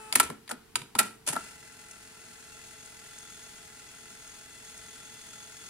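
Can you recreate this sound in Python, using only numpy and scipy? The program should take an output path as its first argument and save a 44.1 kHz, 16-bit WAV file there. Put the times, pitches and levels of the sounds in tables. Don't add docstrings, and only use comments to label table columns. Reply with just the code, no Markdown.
import sys
import numpy as np
from scipy import signal
from scipy.fft import rfft, irfft
from scipy.io import wavfile
from scipy.ndimage import uniform_filter1d

SR = 44100
rng = np.random.default_rng(int(sys.argv[2]) if len(sys.argv) > 2 else 0)


def elevation(decibels):
    levels = np.asarray(decibels, float)
    return 10 ** (levels / 20)


def file_out(sig):
    cols = np.atleast_2d(sig).T
    lim = np.clip(cols, -1, 1)
    pcm = np.round(lim * 32767).astype(np.int16)
    wavfile.write(sys.argv[1], SR, pcm)


N = 251347
T = np.arange(N) / SR
HZ = np.fft.rfftfreq(N, 1 / SR) + 1e-3

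# pitch_hz, density_db
AIR_SPECTRUM = [(15, -12), (30, -1), (70, -3.5), (250, 0.5), (300, -4), (430, -3.5), (470, -7), (590, -24),
                (700, -6.5), (1250, -11.5), (2200, -13), (6000, -17.5), (11000, -17.5), (16500, -26.5)]
AIR_DB = -58.5
# pitch_hz, level_db
CAPSTAN_HUM = [(454.4, -67), (394, -84), (193, -80.5), (125.4, -73.5), (79, -75)]
ROOM_T60_S, ROOM_DB = 0.33, -16

# multiple, level_db
FORWARD_ORDERS = [(1, -58.5), (2, -52), (3, -56), (4, -65), (5, -80), (6, -60), (7, -69), (8, -75),
                  (9, -76)]
FORWARD_HZ, FORWARD_STOP_S, FORWARD_HISS_DB = 434.3, 0.12, -51.5

# start_s, level_db, pitch_hz
THUMPS = [(0.235, -45, 74.5), (0.294, -39, 154), (0.754, -46, 114), (0.811, -42, 138), (1.051, -37, 220),
          (1.298, -36, 149), (1.362, -35, 240), (1.430, -46.5, 213)]
THUMP_RISE_CYCLES, THUMP_FADE_CYCLES = 1.26, 1.7

# start_s, scrape_db, fade_t60_ms, chassis_ring_db and
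# case_rumble_db re scrape
SLIDES = [(0.13, -35.5, 101.9, -7, -21), (0.166, -28.5, 64.81, -7, -14), (0.180, -34.5, 250, -26, -11),
          (0.209, -36.5, 40, -2, -1), (0.225, -33.5, 181, -10, -8), (0.287, -54, 64.8, 0, 15.5),
          (0.3, -45, 60, 1, 9), (0.314, -57, 200, 4, 10.5), (0.493, -37, 90, 0, -18),
          (0.507, -38, 60, 5.5, -10), (0.517, -41, 25, -4, 7), (0.524, -53.5, 151.2, -7, 7),
          (0.761, -33.5, 64.8, -14, -7.5), (0.785, -47, 277.8, -12, -7), (0.813, -53.5, 74.07, -4, 5),
          (0.959, -46, 64, 1, 0.5), (0.977, -49, 64.8, -3, -7), (0.997, -27.5, 64.8, 0.5, -10.5),
          (1.024, -39, 306, -4.5, -6.5), (1.263, -33, 162, -16, -35), (1.272, -25, 163, -9, -19),
          (1.283, -28.5, 129.6, -8.5, -14.5), (1.326, -30, 70, -4.5, -9), (1.351, -36.5, 40, 4, -12),
          (1.372, -46, 170, -2, -2.2),
    (1.396, -58.5, 600, -20, -3.2),
]
# pitch_hz, density_db
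GRIT_SPECTRUM = [(880, -35), (1500, -30), (1800, -14), (2380, -7), (2580, -6), (3890, -9), (5530, -7.5),
                 (7700, -3), (9890, 0.5), (15700, -27), (16500, -30)]
# pitch_hz, density_db
RUBBED_CHASSIS = [(380, -40), (560, -3), (850, -2), (1020, -5.5), (1200, -10.5), (1345, 4.5), (1500, -8.5),
                  (1900, -8.5), (2600, -48)]
SLIDE_ATTACK_MS = 4
RING_LINGERS, RUMBLE_LINGERS = 0.98, 1.35

# start_s, tick_db, chassis_ring_db and case_thud_db re tick, rattle_decay_ms
LATCH_BLOWS = [(0.1531, -15, -20, -28, 0.94), (0.1556, -5, -15, -15.5, 4), (0.1987, -7.5, -7, -28, 5.8),
               (0.3005, -32.5, -2, -10, 1.1), (0.4921, -32, -23, -15, 1.4), (0.5142, -25.5, -16, -14, 2.4),
               (0.9857, -21, -9, -9, 11), (0.9892, -6, -14.5, -18, 7.3), (1.0055, -28, -1, -1, 8.1),
               (1.3626, -29, 0.5, 5, 3.3), (1.3660, -32.5, 6, -6, 1.6)]
# pitch_hz, density_db
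LATCH_TICK = [(4500, -24), (6000, -10), (8000, -2.5), (10000, 2), (11500, -4), (14000, -11.5), (16500, -24),
              (18000, -45)]
# pitch_hz, density_db
LATCH_KNOCK = [(900, -45), (1700, 4), (2400, 2), (3000, -3.5), (3900, -0.5), (5000, -3), (6000, -28),
               (8000, -39)]
# pitch_hz, level_db, t60_s
CHASSIS_MODES = [(650, -8, 0.022), (886, -4, 0.027), (1033, -2, 0.019), (1352, -1.5, 0.054),
                 (1694, -7, 0.025)]
# pitch_hz, level_db, t60_s
CASE_MODES = [(109, -4, 0.059), (174, -8, 0.064), (215, -3.5, 0.16), (271.4, 6, 0.044), (365, 7, 0.031),
              (477, 6.5, 0.019)]
# start_s, tick_db, body_ring_db and case_thud_db re tick, rattle_decay_ms
KEY_CLICKS = [
    (0.1253, -16, -16.5, -15.5, 2.7),
    (0.4774, -44, -11, -12, 5.4),
    (0.7554, -17, -12.5, -44, 4.5),
    (0.8176, -40.5, -5, -9, 2.3),
    (0.9514, -30, 3, 6, 4.3),
]
# pitch_hz, density_db
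KEY_TICK = [(3240, -41), (5500, -48), (6950, 6), (8280, -4.5), (9680, 6.5), (10500, -3), (14600, -16),
            (16500, -26)]
# pitch_hz, density_db
KEY_KNOCK = [(940, -39), (1600, -8.5), (2130, -2), (2450, -2), (2680, -6), (3980, -1.5), (4350, -15),
             (4760, 1), (6000, -26.5), (7800, -51), (13200, -120)]
# pitch_hz, level_db, t60_s
KEY_MODES = [(760, -12, .015), (962, 6.5, 0.017), (1290, 5.5, 0.021), (1470, 3, 0.0069)]
LATCH_KNOCK_DB, KEY_KNOCK_DB = -13.5, -8
SOFT_IS_DULL = 0.15

# pitch_hz, width_hz, level_db
WHIR_PEAKS = [(649, 59, 1.5), (964, 75, -3.5), (1366, 65, 7.5), (1539, 26, 5), (1734, 15, -0.5),
              (2025, 20, 3.5), (1400, 100, -2.5), (1860, 360, -15), (2410, 170, -7), (2556, 170, -1.5),
              (2713, 27, 8)]
# pitch_hz, level_db, t60_s
SHAFT_MODES = [(1372, -2.5, 0.029), (1500, -10, 0.048), (1696, -4, 0.058), (2013, 1, 0.13),
               (2676, -18, 0.027)]
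# pitch_hz, density_db
HISS_SPECTRUM = [(500, -11.5), (1150, -14.5), (1500, -4.5), (3000, -5.5), (3500, -5.5), (6000, -10),
                 (6600, -4), (8200, -13), (10400, -6), (11000, -14), (15700, -18.5), (17000, -24)]
# pitch_hz, width_hz, level_db
SHELL_PEAKS = [(4206, 110, 0), (4530, 190, -1.5), (5080, 340, -4), (5550, 210, -1.5), (6300, 400, -5.5),
               (7140, 52, -3.5), (6940, 100, 3), (7700, 640, 0), (8800, 360, -0.5), (9540, 710, -1.5),
               (10340, 290, -6)]
# start_s, level_db, pitch_hz
SNAGS = [(1.8846, -47, 8430), (1.912, -40, 5960), (2.8595, -44, 6740), (3.1856, -42, 6580),
         (4.275, -44, 6760), (4.777, -41, 6600)]
# multiple, level_db
REWIND_ORDERS = [(1, -72.5), (2, -66.5)]
# time_s, tension_db re start
TENSION = [(1.6, 0), (2.2, 0.5), (2.74, 2.5), (2.9, 1.5), (3.28, 3.5), (3.7, 1.5), (4.05, 2.5), (4.6, 2.5),
           (4.92, 3.5), (5.2, 3.5), (5.4, 4), (5.55, 3), (5.7, 4)]
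REWIND_HZ, SHAFT_DB = 423.7, -5
WHIR_DB, HISS_DB, RUB_DB, SQUEAL_DB = -57, -56, -72.5, -66
RUB_PER_DB, SQUEAL_PER_DB = 3.5, 2.76
ENGAGE_S, SURGE_DB, SURGE_S = 1.405, 5.5, 0.13

# pitch_hz, likeness_0_to_1
PORTS_ALIKE = [(60, 0.96), (170, 0.85), (340, 0.52), (600, 0), (1000, 0.31), (1400, 0.87), (1750, 0.61),
               (2400, 0), (5800, 0.28), (6500, 1), (7200, 0.08)]
# pitch_hz, left_minus_right_db
KNOCK_BALANCE = [(60, 0), (110, 2), (200, -1), (380, 1), (700, -1.5), (1290, 2), (2380, -2.5), (4400, -1.5),
                 (8120, 3.5), (15000, -1)]
# pitch_hz, left_minus_right_db
STEADY_BALANCE = [(60, 0), (110, 0.5), (200, -0.5), (380, 2), (700, -2.5), (1290, 1.5), (2380, 2),
                  (4400, -0.5), (8120, 4), (15000, -0.5)]
KNOCKS_CLOSER = 0.1
LEFT_LATE_S = 40.909e-6
TOP_BAND_HZ, LIMIT_HZ = 15760, 16650


def unit(x):
    return x / np.sqrt(np.mean(x ** 2))


def on_hz(table):
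    hz, value = np.transpose(table)
    return np.interp(np.log(HZ), np.log(hz), value)


def noise(length=N):
    return rng.standard_normal((2, length))


def walk(rate):
    k = int(SR / rate)
    steps = np.repeat(rng.standard_normal(N // k + 1), k)
    return unit(uniform_filter1d(steps, k)[:N])


def through(x, taps):
    taps = taps / np.linalg.norm(taps)
    return signal.fftconvolve(x, taps[None], axes=-1)[:, :x.shape[1]]


def colour(x, table):
    hz, db = np.transpose(table)
    grid = np.fft.rfftfreq(1024, 1 / SR) + 1
    cepstrum = irfft(np.interp(np.log(grid), np.log(hz), db) * np.log(10) / 20)
    cepstrum[1:512] *= 2
    cepstrum[513:] = 0
    return through(x, irfft(np.exp(rfft(cepstrum))))


def ring(x, modes):
    t = T[:SR // 3]
    taps = np.zeros(len(t))
    for k, (hz, db, t60) in enumerate(modes):
        decay = np.exp(-np.log(1000) * t / t60)
        taps += (-1) ** k * elevation(db) * decay * np.sin(2 * np.pi * hz * t)
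    return through(x, taps)


def resonate(x, peaks, flicker_db):
    out = 0
    for hz, width, db in peaks:
        peak = signal.iirpeak(hz, hz / (1.36 * width), SR)
        once = signal.lfilter(*peak, noise() * x)
        out = out + elevation(db + flicker_db * walk(9)) * signal.lfilter(*peak, once)
    return unit(out)


def tones(hz, orders, wobble, waver_db=1.5):
    phase = 2 * np.pi * np.cumsum(hz * (1 + wobble * walk(30))) / SR
    out = 0
    for k, db in orders:
        level = np.sqrt(2) * elevation(db + waver_db * walk(15))
        out = out + level * np.sin(k * phase + rng.uniform(0, 2 * np.pi, (2, 1)))
    return out


def air():
    hum = sum(tones(np.full(N, hz), [(0.98, db)], 0.002) for hz, db in CAPSTAN_HUM)
    hush = irfft(rfft(noise()) * elevation(on_hz(AIR_SPECTRUM)), N)
    return elevation(AIR_DB) * unit(hush) + hum


def room_echo(x):
    t = T[:SR // 2]
    walls = noise(len(t)) * np.exp(-np.log(1000) * t / ROOM_T60_S) * np.clip(t / 0.002, 0, 1)
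    walls = colour(walls, [(100, -9.5), (3000, 0.5), (10000, -13.5), (16000, -8.5)])
    return elevation(ROOM_DB) * signal.fftconvolve(x, walls / np.linalg.norm(walls[0]), axes=-1)[:, :N]


def forward():
    hiss = colour(noise(), [(600, -3.5), (1500, 2.5), (3000, -6), (6000, -7.5), (7800, 0), (10000, 0.5),
                            (11500, -14), (16000, -18)])
    sound = tones(np.full(N, FORWARD_HZ), FORWARD_ORDERS, 0.0037, 1.7) + elevation(FORWARD_HISS_DB) * hiss
    return sound * np.clip((FORWARD_STOP_S + .03 - T) / 0.028, 0, 1)


def thumps():
    out, t = np.zeros((2, N)), T[:SR // 4]
    for s, db, hz in THUMPS:
        cycles, i = t * hz, int(s * SR)
        rise = np.minimum(cycles / THUMP_RISE_CYCLES, 1)
        fade = np.exp(-np.maximum(cycles - THUMP_RISE_CYCLES, 0) / THUMP_FADE_CYCLES)
        out[0, i:i + len(t)] += elevation(db) * rise * fade * np.sin(2 * np.pi * cycles)
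    return out


def slides():
    power = np.zeros((3, N))
    ms = T[:SR] * 1000
    rise = np.minimum(ms / SLIDE_ATTACK_MS, 1)
    for s, db, t60_ms, ring_db, rumble_db in SLIDES:
        i = int(s * SR)
        late = np.maximum(ms - SLIDE_ATTACK_MS, 0) / max(t60_ms, 5)
        bodies = [(db, 1), (db + ring_db, RING_LINGERS), (db + rumble_db, RUMBLE_LINGERS)]
        for k, (level, linger) in enumerate(bodies):
            power[k, i:i + SR] += (rise * elevation(level) / 1000 ** (late / linger)) ** 2
    scrape, chassis, case = np.sqrt(power)
    grit = noise() * elevation(2.2 * walk(500) - .6)
    return colour(scrape * grit, GRIT_SPECTRUM) + colour(chassis * grit, RUBBED_CHASSIS) + ring(case * grit, CASE_MODES)


def blows(table, tick, knock, body, full_knock_db):
    out, t = np.zeros((2, N)), T[:SR // 2]
    for s, db, ring_db, thud_db, decay_ms in table:
        knock_db = full_knock_db - SOFT_IS_DULL * db
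        push = noise(len(t)) * np.minimum(t / 0.00014, 1) * np.exp(-t * 1000 / max(decay_ms, .6))
        strike = 0.14 * push
        strike[[0, 1], rng.integers(10, 60, 2)] += 1
        thud = noise(len(t)) * np.minimum(t / 0.003, 1) * np.exp(-t / 0.0051)
        parts = [colour(push, tick), colour(push, knock), ring(strike, body), ring(thud, CASE_MODES)]
        levels = db + np.array([3, 9 + knock_db, 6.5 + ring_db, -7 + thud_db])
        i = int(s * SR)
        for part, level in zip(parts, levels):
            out[:, i:i + len(t)] += elevation(level) * part / np.abs(part).max()
    return out


def shaft(turns):
    at = np.flatnonzero(np.diff(turns.astype(int)))
    taps = np.zeros((2, N))
    for row in taps:
        chance = rng.standard_normal((len(at), 2))
        when = np.clip(at + (12 * chance[:, 0]).astype(int), 0, N - 1)
        np.add.at(row, when, elevation(2.5 * chance[:, 1]))
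    return unit(ring(taps, SHAFT_MODES))


def snags():
    out, t = np.zeros((2, N)), T[:600]
    for s, db, hz in SNAGS:
        i = int(s * SR)
        burst = noise(len(t)) * np.exp(-t / 0.0049)
        tick = colour(burst, [(4500, -25), (hz, 0), (10500, -8), (13000, -25), (16000, -35)])
        out[:, i:i + len(t)] += elevation(db + 0.5) * tick
    return out


def rewind():
    tension = np.interp(T, *np.transpose(TENSION))
    surge = SURGE_DB * np.exp(-(np.maximum(T - ENGAGE_S, 0) / SURGE_S) ** 2)
    hz = REWIND_HZ * (1 + .003 * walk(1.5))
    turns = np.cumsum(hz / 10) / SR
    uneven = elevation(1.6 * rng.standard_normal(300))[turns.astype(int)]
    puff = np.exp(-(turns % 1) / .22) * uneven
    drag = elevation(0.96 * walk(120)) * (0.76 + 0.49 * puff)
    whir = elevation(-2.0) * resonate(.35 + 1.5 * puff, WHIR_PEAKS, .3) + elevation(SHAFT_DB) * shaft(turns)
    hiss = elevation(0.5) * colour(noise() * drag, HISS_SPECTRUM) + elevation(-0.5) * resonate(drag, SHELL_PEAKS, 0.22)
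    rub = resonate(2.5 + puff, [(3440, 200, 0)], .6)
    squeal = resonate(drag, [(6510, 89, 0)], 0.74)
    sound = elevation(WHIR_DB + surge) * whir
    sound += elevation(HISS_DB + tension + surge) * hiss
    sound += elevation(RUB_DB + RUB_PER_DB * tension + surge) * rub
    sound += elevation(SQUEAL_DB + SQUEAL_PER_DB * tension + surge) * squeal
    sound += snags() + tones(hz, REWIND_ORDERS, 0.0035)
    return sound * np.clip((T - 1.36) / 0.017, 0, 1)


def ports(pair, balance, closer=0.):
    a, b = rfft(pair)
    alike = np.clip(on_hz(PORTS_ALIKE) + closer * (HZ < 2000), 0, .98)
    mid, side = a * np.sqrt((1 + alike) / 2), b * np.sqrt((1 - alike) / 2)
    lean = elevation(on_hz(balance) / 2)
    left = (mid + side) * lean * np.exp(-2j * np.pi * HZ * LEFT_LATE_S)
    return irfft(np.array([left, (mid - side) / lean]), N)


def scene():
    steady = ports(air() + forward() + rewind(), STEADY_BALANCE)
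    action = thumps() + slides()
    action += blows(LATCH_BLOWS, LATCH_TICK, LATCH_KNOCK, CHASSIS_MODES, LATCH_KNOCK_DB)
    action += blows(KEY_CLICKS, KEY_TICK, KEY_KNOCK, KEY_MODES, KEY_KNOCK_DB)
    no_bass = signal.butter(2, 70, "high", fs=SR, output="sos")
    knocks = signal.sosfilt(no_bass, action + room_echo(action))
    return steady + ports(knocks, KNOCK_BALANCE, KNOCKS_CLOSER)


def top_cut(x):
    return signal.sosfilt(signal.butter(12, 16980, fs=SR, output="sos"), x)


def record(dry):
    spectrum = rfft(dry)
    top = irfft(spectrum * (HZ > TOP_BAND_HZ), N)
    loud = uniform_filter1d(np.abs(top).max(axis=0), size=1024) > elevation(-50)
    quiet = 1 - uniform_filter1d(1. * loud, size=256)
    rounded = np.tanh(dry / .9) * .9
    rounded = irfft(rfft(rounded) * (HZ < LIMIT_HZ), N)
    top = top - irfft(spectrum * (HZ >= LIMIT_HZ), N)
    return top_cut(rounded - top * quiet)


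dry = scene()
out = record(dry)
file_out(out)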